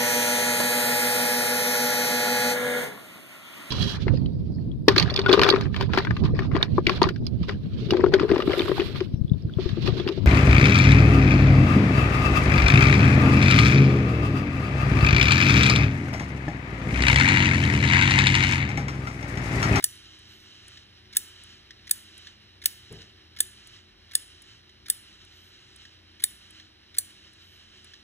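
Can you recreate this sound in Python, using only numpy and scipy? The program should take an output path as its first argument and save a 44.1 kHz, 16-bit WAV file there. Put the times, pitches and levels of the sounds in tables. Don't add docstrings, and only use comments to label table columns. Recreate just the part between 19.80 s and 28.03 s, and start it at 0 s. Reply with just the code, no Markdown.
import sys
import numpy as np
from scipy import signal
from scipy.fft import rfft, irfft
from scipy.io import wavfile
from scipy.ndimage import uniform_filter1d

SR = 44100
rng = np.random.default_rng(int(sys.argv[2]) if len(sys.argv) > 2 else 0)


def unload_audio(sound):
    columns = np.transpose(np.atleast_2d(sound))
    steps = np.round(np.clip(columns, -1, 1) * 32767)
    wavfile.write(sys.argv[1], SR, steps.astype(np.int16))


N = 362943
TIME = np.arange(N) / SR

SHORT_S, LONG_S = .268, .861
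SLIDE_S = .091
# clack_s, clack_db, body_re_treble_db, top_shelf_db, scrape_db, rest_s, knock_db
RETRIES = [(.0422, -15, -9.5, 1.5, -40, 0.84, -47), (1.3694, -15, -10, 1.5, -38, SHORT_S, -56.5),
           (2.112, -15.5, -10, -0.5, -40.5, SHORT_S, -43.5), (2.8585, -15.5, -7, 4, -40.5, SHORT_S, -47.5),
           (3.6053, -15.5, -10, -0.5, -39, SHORT_S, -56.5), (4.3531, -16, -7.5, -3.5, -43.5, SHORT_S, -61),
           (5.1009, -16.5, -11.5, 0.5, -40.5, LONG_S, -48), (6.4398, -16, -7.5, 0, -43, SHORT_S, -49.5),
           (7.1852, -16.5, -11.5, 0.5, -43.5, LONG_S, -45.5)]


def undb(db):
    return 10 ** (np.asarray(db) / 20)


def unit(x):
    return x / np.sqrt(np.mean(x ** 2) + 1e-20)


def gains(points, hz):
    freq_hz, gain_db = np.transpose(points)
    return undb(np.interp(np.log(hz + 1), np.log(freq_hz), gain_db))


def colour(x, points):
    return irfft(rfft(x) * gains(points, np.fft.rfftfreq(len(x), 1 / SR)), len(x))


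def noise(points, size=N):
    return unit(colour(rng.standard_normal(size), points))


def narrow(hz, width_hz):
    offset_hz = np.fft.rfftfreq(N, 1 / SR) - hz
    return unit(irfft(rfft(rng.standard_normal(N)) / (1 + (2 * offset_hz / width_hz) ** 2), N))


def drift(rate_hz):
    step = int(SR / rate_hz)
    stairs = np.repeat(rng.standard_normal(N // step + 1), step)
    return unit(uniform_filter1d(stairs, step)[:N])


def decay(age_s, t60_s):
    return np.exp(-np.log(1000) * age_s / t60_s)


def ringing(force, t60_s):
    return signal.lfilter([1], [1, -decay(1 / SR, t60_s)], force)


def at_level(x, db):
    return x * undb(db) * np.sqrt(.01 * SR / np.sum(x ** 2))


def add(track, x, start_s):
    i = int(round(start_s * SR))
    x, i = x[max(-i, 0):], max(i, 0)
    track[i:i + len(x)] += x[:N - i]


def near_db(time_s):
    # time_s, gain_db
    nearness = [(3.2, -2), (4.3, -3.5), (8.2, -5)]
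    return np.interp(time_s, *np.transpose(nearness))


def ports(direct, diffuse=0):
    # freq_hz, phase_rad
    port_phase = [(0, 0), (1900, .35), (3000, 1.6), (3800, 1.7), (4750, 3.14), (15200, 18.85)]
    # freq_hz, gain_db
    port_balance = [(60, 1.8), (330, 3.5), (700, -0.5), (1600, -0.5), (2900, -5), (3700, 0), (15000, 0)]
    hz = np.fft.rfftfreq(N, 1 / SR)
    lead = np.exp(.5j * np.interp(hz, *np.transpose(port_phase))) * np.sqrt(gains(port_balance, hz))
    return np.array([irfft(rfft(direct + diffuse) * lead, N), irfft(rfft(direct - diffuse) / lead, N)])


def hum(rumble_db=-64.5, diffuse_db=-69, rumble_fall_db=2, flicker_db=3.0):
    # pitch_hz, waver_hz, midway_level_db, total_fall_db
    hum_tones = [(56.6, 6.1, -69.5, 1.5), (86.8, 2.3, -64.5, 2.5), (113.4, 4, -70.5, 12),
                 (210.8, 3.2, -73.5, 2), (314.3, 2, -73.5, -1), (368.4, 2, -74, 2.5)]
    # freq_hz, density_db
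    rumble_spectrum = [(20, -15.5), (40, -8), (70, 2), (140, -3), (260, -6.5), (370, -4), (470, -15.5),
                       (900, -17), (1400, -30.5), (3000, -42.5)]
    slope = .5 - TIME / TIME[-1]
    tones = np.zeros(N)
    for pitch_hz, waver_hz, level_db, fall_db in hum_tones:
        tone = np.sin(2 * np.pi * np.cumsum(pitch_hz + waver_hz * drift(12)) / SR)
        tones += undb(level_db + fall_db * slope) * unit(tone * undb(flicker_db * drift(10)))
    rumble = undb(rumble_db + rumble_fall_db * slope) * noise(rumble_spectrum)
    diffuse = noise([(30, -9.5), (100, -4.5), (350, -1), (600, -4), (1100, -5), (2000, -13),
                     (4000, -37.5)])
    return ports(tones + rumble, undb(diffuse_db) * diffuse)


def platter(parked_db=-53, swell_db=3.0, swell_s=.16, settle_s=.12, onset_s=.023, flutter_db=.96):
    # time_s, level_db
    air_level = [(0, -60), (1.2, -56.5), (2.7, -57), (3.5, -58), (4.2, -59.5), (6.3, -58.5), (8.2, -58.5)]
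    # freq_hz, density_db
    air_spectrum = [(900, -15.5), (1300, -8.5), (1750, -3.5), (2500, -6), (3050, 2), (3450, -5.5),
                    (3900, 1.5), (4700, -8), (5600, -6.5), (6500, -23), (8500, -23.5), (12000, -30),
                    (15500, -44)]
    # freq_hz, density_db
    parked_spectrum = [(900, -21.5), (1300, -8.5), (1750, -5.5), (2500, -8.5), (3050, 4.5), (3450, -6),
                       (3900, 0), (4700, -7.5), (5600, -6.5), (7000, -16), (8700, -17), (11000, -32),
                       (15500, -38.5)]
    parked = np.zeros(N)
    for clack_s, *_, rest_s, _ in RETRIES:
        end_s = clack_s + rest_s + SLIDE_S
        corners_s = [clack_s - onset_s, clack_s + onset_s, end_s - swell_s, end_s, end_s + settle_s]
        parked += np.interp(TIME, corners_s, [0, 1, 1, undb(swell_db), 0])
    parked *= undb(parked_db + near_db(TIME))
    air = undb(np.interp(TIME, *np.transpose(air_level)))
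    direct, diffuse = (air * noise(air_spectrum) + parked * noise(parked_spectrum) for _ in range(2))
    return ports(direct, .21 * diffuse) * undb(flutter_db * drift(25))


def spindle(idle_db=-87, push_db=-74.5, sizzle_re_push_db=-3, sag_db_per_s=18):
    # freq_hz, density_db
    sizzle_spectrum = [(4000, 0), (6500, -44), (8700, 27), (11000, 1.5), (13000, 11), (15500, -21)]
    # pitch_hz, width_hz, level_re_push_db
    whine_lines = [(8500, 140, 1), (11850, 160, -3), (12300, 160, 1.5)]
    push_after_s, attack_s, whine_s, release_s = .412, .054, .17, .04
    push, whine_gain = np.zeros(N), np.zeros(N)
    for clack_s, *_, rest_s, _ in RETRIES:
        if rest_s > push_after_s:
            age_s = np.maximum(TIME - clack_s - push_after_s, 0)
            held = lambda end_s: np.interp(age_s, [0, attack_s, end_s, end_s + release_s], [0, 1, 1, 0])
            push += held(rest_s - push_after_s) * undb(push_db + sizzle_re_push_db - sag_db_per_s * age_s)
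            whine_gain += held(whine_s) * undb(push_db)
    sizzle = (undb(idle_db) + push) * noise(sizzle_spectrum)
    whines = sum(undb(db) * narrow(hz, width_hz) for hz, width_hz, db in whine_lines)
    return sizzle + whine_gain * whines


def bump(start_s=3.098, level_db=-42, rise_s=.02, t60_s=.46):
    # freq_hz, density_db
    bump_spectrum = [(20, -20.5), (50, 2.5), (140, 3), (250, -6.5), (420, 0), (520, -13.5), (680, -13),
                     (1000, -24.5), (2000, -45)]
    age_s = np.maximum(TIME - start_s, 0)
    envelope = np.minimum(age_s / rise_s, 1) * decay(np.maximum(age_s - rise_s, 0), t60_s)
    return undb(level_db) * envelope * noise(bump_spectrum)


def room(x, early_db=-23, late_db=-19.5, gap_s=.0052, wall_s=.023, wall_db=-33):
    # freq_hz, density_db
    room_spectrum = [(800, -4.5), (2000, 3), (3500, -4.5), (4500, -7), (6000, 2), (6800, -2.5), (7600, 2),
                     (8200, -8.5), (8800, -5.5), (10600, -1.5), (11300, -3), (12600, -6.5), (13300, 1.5),
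                     (14700, -4), (15600, -11.5)]
    t = np.arange(SR // 2) / SR
    wall = undb(wall_db) * signal.unit_impulse(len(t), int(wall_s * SR))
    fade = lambda t60_s: decay(t, t60_s) * (t > gap_s)
    early, late = (noise(room_spectrum, len(t)) for _ in range(2))
    low = colour(late, [(10500, 0), (12500, -30)])
    desk = undb(early_db) * unit(early * fade(t60_s=.025))
    tail = undb(late_db) * unit(low * fade(t60_s=.39) + (late - low) * fade(t60_s=.29))
    return signal.fftconvolve(x, wall + (desk + tail) / np.sqrt(len(t)))[:N]


def tap(spectrum, db, t60_s, rise_s):
    t = np.arange(2048) / SR
    return at_level(noise(spectrum, len(t)) * (1 - np.exp(-t / rise_s)) * decay(t, t60_s), db)


def tick(db):
    # freq_hz, density_db
    tick_spectrum = [(1500, -18), (3500, -8), (6000, -19), (8200, 4), (10300, -1), (12000, -13.5),
                     (15500, -20.5)]
    return tap(tick_spectrum, db, t60_s=.015, rise_s=.0012)


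def knock(db):
    # freq_hz, density_db
    knock_spectrum = [(900, -42), (1500, -10), (1780, 4.5), (2000, -1), (2400, -16), (3100, 0.5),
                      (4200, -2), (5600, -5), (7500, -19.5), (9000, -21.5), (12000, -31.5), (15500, -42)]
    return tap(knock_spectrum, db, t60_s=.037, rise_s=.001)


def jerk(db):
    # freq_hz, density_db
    jerk_spectrum = [(800, -31.5), (1500, -4), (2200, 5), (2600, -13), (3600, 5), (5600, -2), (7500, -13),
                     (10000, -10.5), (12500, -24.5), (15500, -25.5)]
    return tap(jerk_spectrum, db, t60_s=.03, rise_s=.00098)


def scrape(t, start_s, rise_s=.0029, fade_s=.0071, grit=.83):
    # freq_hz, density_db
    scrape_spectrum = [(600, -41), (1200, -15), (1700, 1), (2500, -10), (3400, -0.5), (5000, -4.5),
                       (7200, -11.5), (9800, -2.5), (11500, -13), (15500, -15)]
    age_s = np.maximum(t - start_s, 0)
    slips = np.exp(grit * unit(uniform_filter1d(rng.standard_normal(len(t)), size=25)))
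    slide = (1 - np.exp(-age_s / rise_s)) * np.exp(-age_s / fade_s)
    return colour(slide * slips * rng.standard_normal(len(t)), scrape_spectrum)


def chatter(t, start_s=-.0004, hold_s=.0011, rattle_db=-21):
    rise_db_per_s, fall_db_per_s, rattle_db_per_s = 12000, 7000, 1700
    before_s, after_s = np.maximum(start_s - t, 0), np.maximum(t - start_s - hold_s, 0)
    rattle = undb(rattle_db - rattle_db_per_s * after_s)
    return undb(-rise_db_per_s * before_s) * (undb(-fall_db_per_s * after_s) + rattle)


def clack(t, body_db, top_db, scatter_db=1.5, detune=.0036, shiver_db=-11):
    # freq_hz, density_db
    crack_spectrum = [(500, -66.5), (1000, -49), (1400, -23.5), (2000, -18.5), (2600, -19), (3200, -7.5),
                      (5200, -3.5), (6200, -11), (7500, -8.5), (9500, 3), (11300, -4.5), (13200, -1.5),
                      (13700, -7), (15500, -6)]
    # pitch_hz, level_re_crack_db, t60_s
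    modes = [(1775, -25, .02), (3586, -15.5, 0.0099), (4420, -14.5, 0.01), (6910, -16.5, 0.0014),
             (8194, -1, .005), (8660, -14.5, .012), (10400, -12.5, .012), (11800, -15, .007),
             (14980, -10.5, 0.0043)]
    # freq_hz, density_db
    shiver_spectrum = [(7600, -37.5), (8400, -9), (8900, -1.5), (9400, -4), (10000, 0), (10500, 1.5),
                       (11300, -19), (13800, -16), (14550, -3.5), (15300, -22)]
    force = chatter(t)
    sound = unit(colour(force * rng.standard_normal(len(t)), crack_spectrum))
    for (hz, db, t60_s), (size, shift, phase) in zip(modes, rng.standard_normal((len(modes), 3))):
        ring = ringing(force, t60_s) * np.sin(2 * np.pi * (hz * (1 + detune * shift) * t + phase))
        sound += unit(ring) * undb(db + scatter_db * size)
    sound += undb(shiver_db) * unit(ringing(force, t60_s=.065) * noise(shiver_spectrum, len(t)))
    sound = colour(sound, [(11000, 0), (13000, top_db)])
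    body = colour(sound, [(6800, 0), (7400, -60)])
    return unit(sound - body) + undb(body_db) * unit(body)


def arm(twitch_db=-46, jerk_db=-43.5, release_db=-48, settle_db=-57):
    # lead_s, level_re_scrape_db
    catches = [(0.02, -1), (0.005, -6)]
    # time_s, level_db
    lurches = [(1.9083, -43.5), (4.8944, -54.5)]
    retreat_s, twitch_s, settle_s, tap_lead_s = .035, .0055, .349, .0015
    track = np.zeros(N)
    t = np.arange(-.025, .06, 1 / SR)
    for clack_s, clack_db, body_db, top_db, scrape_db, rest_s, knock_db in RETRIES:
        for lead_s, db in catches:
            add(track, at_level(scrape(t, -lead_s), scrape_db + db), clack_s + t[0])
        add(track, at_level(clack(t, body_db, top_db), clack_db), clack_s + t[0])
        distance_db = near_db(clack_s)
        taps = [(-retreat_s - twitch_s, jerk(twitch_db + distance_db)),
                (-retreat_s, jerk(jerk_db + distance_db)),
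                (rest_s, tick(release_db + distance_db)),
                (rest_s + SLIDE_S, knock(knock_db))]
        if rest_s > settle_s:
            taps.append((settle_s, tick(settle_db + distance_db)))
        for offset_s, sound in taps:
            add(track, sound, clack_s + offset_s - tap_lead_s)
    for time_s, db in lurches:
        add(track, knock(db), time_s - tap_lead_s)
    return track


def scene():
    moves = arm()
    common = moves + room(moves) + spindle() + bump()
    return ports(common, diffuse=.36 * room(moves)) + platter() + hum()


def record(dry, cutoff_hz=15550):
    return signal.sosfilt(signal.ellip(8, .2, 70, cutoff_hz, fs=SR, output="sos"), dry)


dry = scene()
out = record(dry)
unload_audio(out)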